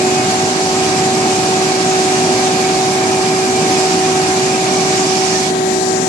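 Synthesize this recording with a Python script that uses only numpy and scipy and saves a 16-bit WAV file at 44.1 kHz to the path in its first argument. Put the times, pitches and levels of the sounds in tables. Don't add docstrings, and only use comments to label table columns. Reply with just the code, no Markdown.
import sys
import numpy as np
from scipy import signal
from scipy.fft import rfft, irfft
from scipy.io import wavfile
from scipy.ndimage import uniform_filter1d

SR = 44100
rng = np.random.default_rng(int(sys.argv[2]) if len(sys.argv) > 2 else 0)


def pcm_store(signal):
    levels = np.round(np.clip(np.atleast_2d(signal), -1, 1) * 32767)
    wavfile.write(sys.argv[1], SR, levels.astype(np.int16).T)


N = 268128
TIME = np.arange(N) / SR
CRUISE_HZ = 376.5
FAN_PER_TURN = 10.627


def gain_of(db):
    return 10 ** (np.asarray(db) / 20)


def evened(x):
    return x / np.sqrt(np.mean(x ** 2) + 1e-20)


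def read(rows, hz):
    f, *columns = np.transpose(rows)
    return np.array([np.interp(np.log(hz + 1), np.log(f + 1), c) for c in columns])


def follow(rows, t=TIME):
    s, *columns = np.transpose(rows)
    return np.array([np.interp(t, s, c) for c in columns])


def wander(rate_hz, size=4096):
    hz = np.fft.rfftfreq(size, TIME[-1] / size)
    slow = irfft(rfft(rng.standard_normal(size)) / np.sqrt(1 + (hz / rate_hz) ** 4))
    return np.interp(TIME, np.linspace(0, TIME[-1], size), evened(slow))


def burst(s, length, t=TIME):
    return np.sin(np.pi * np.clip((t - s) / length, 0, 1))


def bell(hz, centre_hz, width_hz):
    return 1 / (1 + (2 * (hz - centre_hz) / width_hz) ** 2)


def patches(shape, frames, bins):
    over_time = uniform_filter1d(rng.standard_normal(shape), frames, 0)
    return evened(uniform_filter1d(over_time, bins, 1))


def grid(size):
    hop = size // 4
    return np.arange(0, N + size, hop)[:, None] / SR, np.fft.rfftfreq(size, 1 / SR)


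def noise_pair(db, same, lag, size):
    t, hz = grid(size=size)
    a, b, c, d = rng.standard_normal((4, len(t), len(hz)))
    same = np.clip(same, -1, 1)
    shared = a + 1j * b
    left = shared * np.exp(-2j * np.pi * hz * lag)
    right = same * shared + np.sqrt(1 - same ** 2) * (c + 1j * d)
    spectra = np.array([left, right]) * gain_of(db) * np.sqrt(1.5 * SR / size)
    return signal.istft(np.swapaxes(spectra, 1, 2), nperseg=size, noverlap=size * 3 // 4)[1][:, :N]


def tone(turns, flutter, flutter_hz):
    shake = 1 + flutter * (wander(flutter_hz) + 1j * wander(flutter_hz))
    return np.sqrt(2) * np.exp(2j * np.pi * turns) * shake


def at_ports(line, left_db, right_db, lead_radians):
    left = gain_of(left_db) * (line * np.exp(1j * lead_radians)).real
    return np.array([left, gain_of(right_db) * line.real])


SHADE_FROM_S, SHADE_TAKES_S = 5.02, 0.38


def shade(t=TIME):
    return np.clip((t - SHADE_FROM_S) / SHADE_TAKES_S, 0, 1)


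# (centre [Hz], width [Hz], change [dB])
HAND = [(1410, 610, -1.5), (1870, 240, 2)]


def hand_db(hz, t=TIME):
    return shade(t) * sum(db * bell(hz, centre, width) for centre, width, db in HAND)


BLADE_DB, OCTAVE_DB = -18, -21
# (time [s], level change [dB])
BLADE_SWELL = [(.1, 1.5), (.38, -2.5), (.8, -0.7), (1.3, -1), (1.9, 0.6), (3.5, 0), (4.1, 1.4), (4.5, -0.5),
               (5.1, -0.3), (5.4, -0.8), (6, 0)]
# (time [s], level change [dB])
OCTAVE_SWELL = [(.1, -1.2), (.35, 0.7), (.57, -2.5), (.95, 0.2), (2.3, 0), (2.8, .8), (3.3, -.9),
                (4.0, 1.3), (4.3, -0.5), (4.9, -.3), (5.45, -2), (5.85, -1.3)]


def fan(turns, waver_db=0.44, waver_hz=5):
    blade_db = BLADE_DB + follow(BLADE_SWELL)[0] + waver_db * wander(waver_hz)
    octave_db = OCTAVE_DB + follow(OCTAVE_SWELL)[0] + waver_db * wander(waver_hz)
    blade = gain_of(blade_db) * tone(turns, flutter=.012, flutter_hz=12)
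    octave = gain_of(octave_db) * tone(2 * turns, flutter=.04, flutter_hz=22)
    blade_ports = at_ports(-blade, -1.6, 1.0, lead_radians=0.35)
    return blade_ports + at_ports(-octave, 0.6, -.2, lead_radians=0.47)


# (multiple of the shaft speed [1], level [dB])
ENGINE = [(2, -53), (3, -42.5), (4, -62), (4.5, -41.5), (5, -37.5), (6, -43.5), (7, -37)]


def engine(turns):
    lines = sum(gain_of(db) * tone(order * turns, flutter=0.36, flutter_hz=1.7) for order, db in ENGINE)
    return at_ports(lines, -.5, .5, lead_radians=0.085)


LUG_SAG_HZ, LUG_DB, LUG_HZ, LUG_WIDTH_HZ = 3.0, 12.5, 2520, 500
HAND_ON_TONES = 1.2
# (left level [dB], right level [dB], lead of the left port [radians])
PUMP = [(-35.5, -30, 0.3), (-39.5, -41.5, -1.8), (-49, -38.5, 2.2), (-36.5, -37, 2.5), (-37, -57, 3.5),
        (-38.5, -41.5, 4), (-48, -43.5, -0.5), (-43.5, -52, 0.5), (-49, -37.5, 2.2), (-52, -47, 3.5)]


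def pump(turns, pitch, count):
    out = np.zeros((2, N))
    lugging = np.clip((CRUISE_HZ - pitch) / LUG_SAG_HZ, 0, 1) ** 2
    for k, (left_db, right_db, lead) in enumerate(PUMP, 1):
        hz = k * count * CRUISE_HZ / FAN_PER_TURN
        lug_db = LUG_DB * lugging * bell(hz, LUG_HZ, LUG_WIDTH_HZ)
        line = tone(k * count * turns + rng.random(), flutter=.26, flutter_hz=8)
        line = line * gain_of(HAND_ON_TONES * hand_db(hz) + lug_db)
        out += at_ports(line, left_db, right_db, lead_radians=lead)
    return out


RIPPLE_SHIFT, RIPPLE_FROM_S, RIPPLE_TAKES_S = 0.037, 5.9, 0.33
# (frequency [Hz], left density [dB per Hz], right density [dB per Hz])
HISS = [(300, -78, -104), (1105, -65, -55), (1540, -56, -56.5), (2060, -61, -55.5), (2400, -63, -56),
        (3400, -62, -57.5), (3980, -61.5, -55.5), (5570, -63, -53.5), (6580, -58, -56), (7340, -55.5, -65),
        (8950, -64, -66), (10340, -67, -88), (11090, -68.5, -100), (14000, -98, -105)]
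# (frequency [Hz], correlation [-1 to 1])
HISS_SAME = [(1100, -0.78), (1550, -0.36), (1950, -0.23), (2300, 0.035), (2550, 0.15), (3100, -0.062),
             (3600, -0.19), (4600, 0.069), (6400, 0.067), (7600, -0.16), (9000, -0.041)]
# (centre [Hz], width [Hz], left change [dB], right change [dB])
RIPPLES = [(3620, 190, 0, 0.2), (4100, 200, 1.5, -1), (4700, 300, 0.5, 1.5), (5140, 300, -0.5, -0.2),
           (5740, 150, 5.5, -1), (6760, 250, 1.4, -2.5), (7100, 130, -2, -4), (7220, 200, 3.5, 5),
           (7380, 130, -2.5, 2), (7940, 500, 1, 1)]
# (time [s], level change [dB])
BITE = [(0.05, -0.5), (0.7, -0.3), (0.95, 0), (1.55, -0.2), (1.75, 0.2), (2.25, 1.0), (2.65, 0.0),
        (3.1, -1), (3.3, -0.2), (3.55, -0.5), (3.8, 1), (4.0, 0.3), (4.3, 0.1), (4.6, -0.4)]
# (time [s], left change [dB], right change [dB], resonance [Hz])
CUPPING = [(4.6, 0.5, 0, 5770), (4.9, 4, 3, 5900), (5.05, 2.5, 1.5, 5950), (5.2, 1.5, 5, 6000),
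           (5.37, 3.5, 5, 6000), (5.46, -2, 3, 5500), (5.58, 2, 1, 4670), (5.7, 5.5, -6, 4700),
           (5.82, 5, -4, 5000), (5.94, 7, -7, 5660), (6.06, 5, -12, 5960)]
# (start [s], length [s], centre [Hz], width [Hz], change [dB])
SHADOW = (5.5, 0.2, 8200, 2600, -3.5)


def grinding(left_db=-0.2, right_db=-1.34, patch_db=0.97, grit_db=0.2, spit_db=0.54, cavity_octaves=0.5):
    t, hz = grid(size=512)
    lift_left_db, lift_right_db, cavity_hz = follow(CUPPING, t)
    cavity = np.exp(-(np.log2((hz + 1) / cavity_hz) / cavity_octaves) ** 2)
    cavity_db = np.array([lift_left_db, lift_right_db]) * cavity
    bite_db = follow(BITE, t)[0]
    spit = np.interp(t, TIME, wander(21)) * hz / 8000
    shift = 1 + RIPPLE_SHIFT * np.clip((t - RIPPLE_FROM_S) / RIPPLE_TAKES_S, 0, 1)
    ripple_db = sum(np.multiply.outer(port_db, bell(hz, centre * shift, width))
                    for centre, width, *port_db in RIPPLES)
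    field = read(HISS, hz)[:, None] + ripple_db + bite_db + spit_db * spit + cavity_db + hand_db(hz, t)
    s, length, shadow_hz, width, shadow_db = SHADOW
    field[0] += shadow_db * burst(s, length, t) * bell(hz, shadow_hz, width)
    field = field + patch_db * patches(spit.shape, 24, 14)
    hiss = noise_pair(field, read(HISS_SAME, hz), lag=0, size=512)
    return hiss * gain_of(np.array([[left_db], [right_db]]) + grit_db * wander(70))


SHADE_PULLEYS_DB = -3.5
# (start [s], length [s], level change [dB])
TENSION = [(0.21, 0.68, -7), (1.7, 0.77, -2), (3.0, .7, 0), (4.38, 0.24, 0.5)]


def rubbing_db(t):
    return sum(db * burst(s, length, t) for s, length, db in TENSION) + SHADE_PULLEYS_DB * shade(t)


RUB_DB = 0.5
# (centre [Hz], width before squaring [Hz], density [dB per Hz])
PULLEYS = [(1094, 240, -56.5), (1245, 28, -52.5), (1796, 73, -59.5), (2233, 62, -55), (2350, 76, -55.5),
           (2423, 106, -54), (2685, 70, -60.5), (3520, 110, -68)]


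def pulleys(left_db=-7.0, right_db=-1.0, waver_db=3, same=0.78, drift_share=0.015):
    t, hz = grid(size=2048)
    rub_db = RUB_DB + rubbing_db(t)
    drift = 1 + drift_share * np.interp(t, TIME, wander(3))
    ring = sum(gain_of(db) ** 2 * bell(hz, centre * drift, width) ** 2 for centre, width, db in PULLEYS)
    field = 10 * np.log10(ring + 1e-20) + rub_db + waver_db * patches((len(t), len(hz)), 14, 2)
    return noise_pair(field, same, lag=0, size=2048) * gain_of([[left_db], [right_db]])


STRANDS_PER_S, STRAND_S, STRAND_DB = 22, .13, -33
STRAND_HZ, STRAND_RANGE_HZ, STRAND_GLIDE_HZ_PER_S = 2400, 519.6, 290


def strands(spread_db=2.5, left_db=-3):
    out = np.zeros((2, N))
    for when, where, span, glide, force, lead in rng.random((round(STRANDS_PER_S * TIME[-1]), 6)):
        t = np.arange(0, STRAND_S * (.5 + span), 1 / SR)
        hz = STRAND_HZ + STRAND_RANGE_HZ * (where - .5) + STRAND_GLIDE_HZ_PER_S * (2 * glide - 1) * t
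        level_db = STRAND_DB + spread_db * (2 * force - 1.5)
        line = np.hanning(len(t)) * np.exp(2j * np.pi * np.cumsum(hz) / SR) * gain_of(level_db)
        part = out[:, int(when * N):][:, :len(t)]
        chirp = at_ports(line, left_db, 0, lead_radians=np.pi * (lead - .5))
        part += chirp[:, :part.shape[1]]
    return out * gain_of(rubbing_db(TIME))


# (start [s], length [s], pitch [Hz], level before hump and flutter [dB])
SQUEAKS = [(3.0, .7, 2355, -39), (4.46, .16, 2645, -37), (5.31, .1, 1800, -34.5)]


def squeaks(flutter=0.6):
    return sum(gain_of(db) * burst(s, length) * tone(hz * TIME, flutter, flutter_hz=45).real
               for s, length, hz, db in SQUEAKS)


ROAR_DB, SHADE_ROAR_DB = 1, -1.5
# (frequency [Hz], density [dB per Hz])
ROAR = [(25, -80), (55, -68.5), (95, -61), (128, -49), (210, -47), (280, -47.5), (410, -49.5), (510, -58),
        (630, -49.5), (780, -50), (1000, -57), (1400, -66.5), (3000, -113)]
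# (frequency [Hz], coherence [0-1])
SAME = [(25, .4), (70, 0.8), (170, 0.98), (330, 0.98), (500, 0.86), (700, 1), (900, 0.9), (1300, 0.99)]
# (centre [Hz], width [Hz], mean lift [dB])
HOUSING = [(136, 7.8, 1.5), (244, 14.5, 6), (312, 11, 2), (457, 13, 4)]


def roar(swell_db=0.72, drift_db=0.5, boom_share=0.29):
    t, hz = grid(size=4096)
    housing_db = sum(db * bell(hz, centre, width) * (1 + boom_share * np.interp(t, TIME, wander(3)))
                     for centre, width, db in HOUSING)
    field = read(ROAR, hz) + housing_db + drift_db * patches((len(t), len(hz)), 8, 8)
    air = noise_pair(field, read(SAME, hz), lag=-0.00016, size=4096)
    level_db = ROAR_DB + SHADE_ROAR_DB * shade() + swell_db * wander(1.5)
    return air * gain_of(level_db) * gain_of([[-.65], [.35]])


# (start [s], length [s], centre [Hz], width [Hz], level before hump [dB])
TAP = (5.551, .006, 3100, 1700, -22)


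def tap():
    s, length, hz, width, db = TAP
    spectrum = rfft(rng.standard_normal(N)) * bell(np.fft.rfftfreq(N, 1 / SR), hz, width)
    return gain_of(db) * burst(s, length) * evened(irfft(spectrum, N))


# (time [s], pitch [Hz])
SPEED = [(0.0, 372.8), (0.15, 373.1), (0.55, 377.1), (1.85, 376.5), (2.15, 375.3), (2.6, 376.5),
         (3.6, 377.3), (4.2, 375.9), (4.8, 378.1), (5.65, 376.0), (6.08, 376.7)]


def scene():
    pitch = follow(SPEED)[0]
    blades = np.cumsum(pitch) / SR
    shaft = blades / FAN_PER_TURN
    power_pack = fan(blades) + engine(shaft) + pump(shaft, pitch, count=9) + roar()
    return power_pack + grinding() + pulleys() + strands() + squeaks()


COVER_SHARE = 0.89
EDGE_HZ = 12400
# (time [s], share of full cover [0-1])
COVER = [(5.47, 0), (5.505, .3), (5.512, .8), (5.53, 1)]


def record(dry, muffle_hz=1150, treble_hz=3600):
    left, right = dry
    muffled = right
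    for corner_hz in (muffle_hz, treble_hz):
        muffled = signal.lfilter(*signal.butter(1, corner_hz, fs=SR), muffled)
    cover = COVER_SHARE * follow(COVER)[0]
    ports = np.array([left, (1 - cover) * right + cover * muffled + tap()])
    within = np.clip(ports, -.75, .75)
    ports = within + .17 * np.tanh((ports - within) / .17)
    band_limit = signal.firwin(255, EDGE_HZ, window=("kaiser", 9), fs=SR)
    return signal.oaconvolve(ports, band_limit[None], "same")


dry = scene()
out = record(dry)
pcm_store(out)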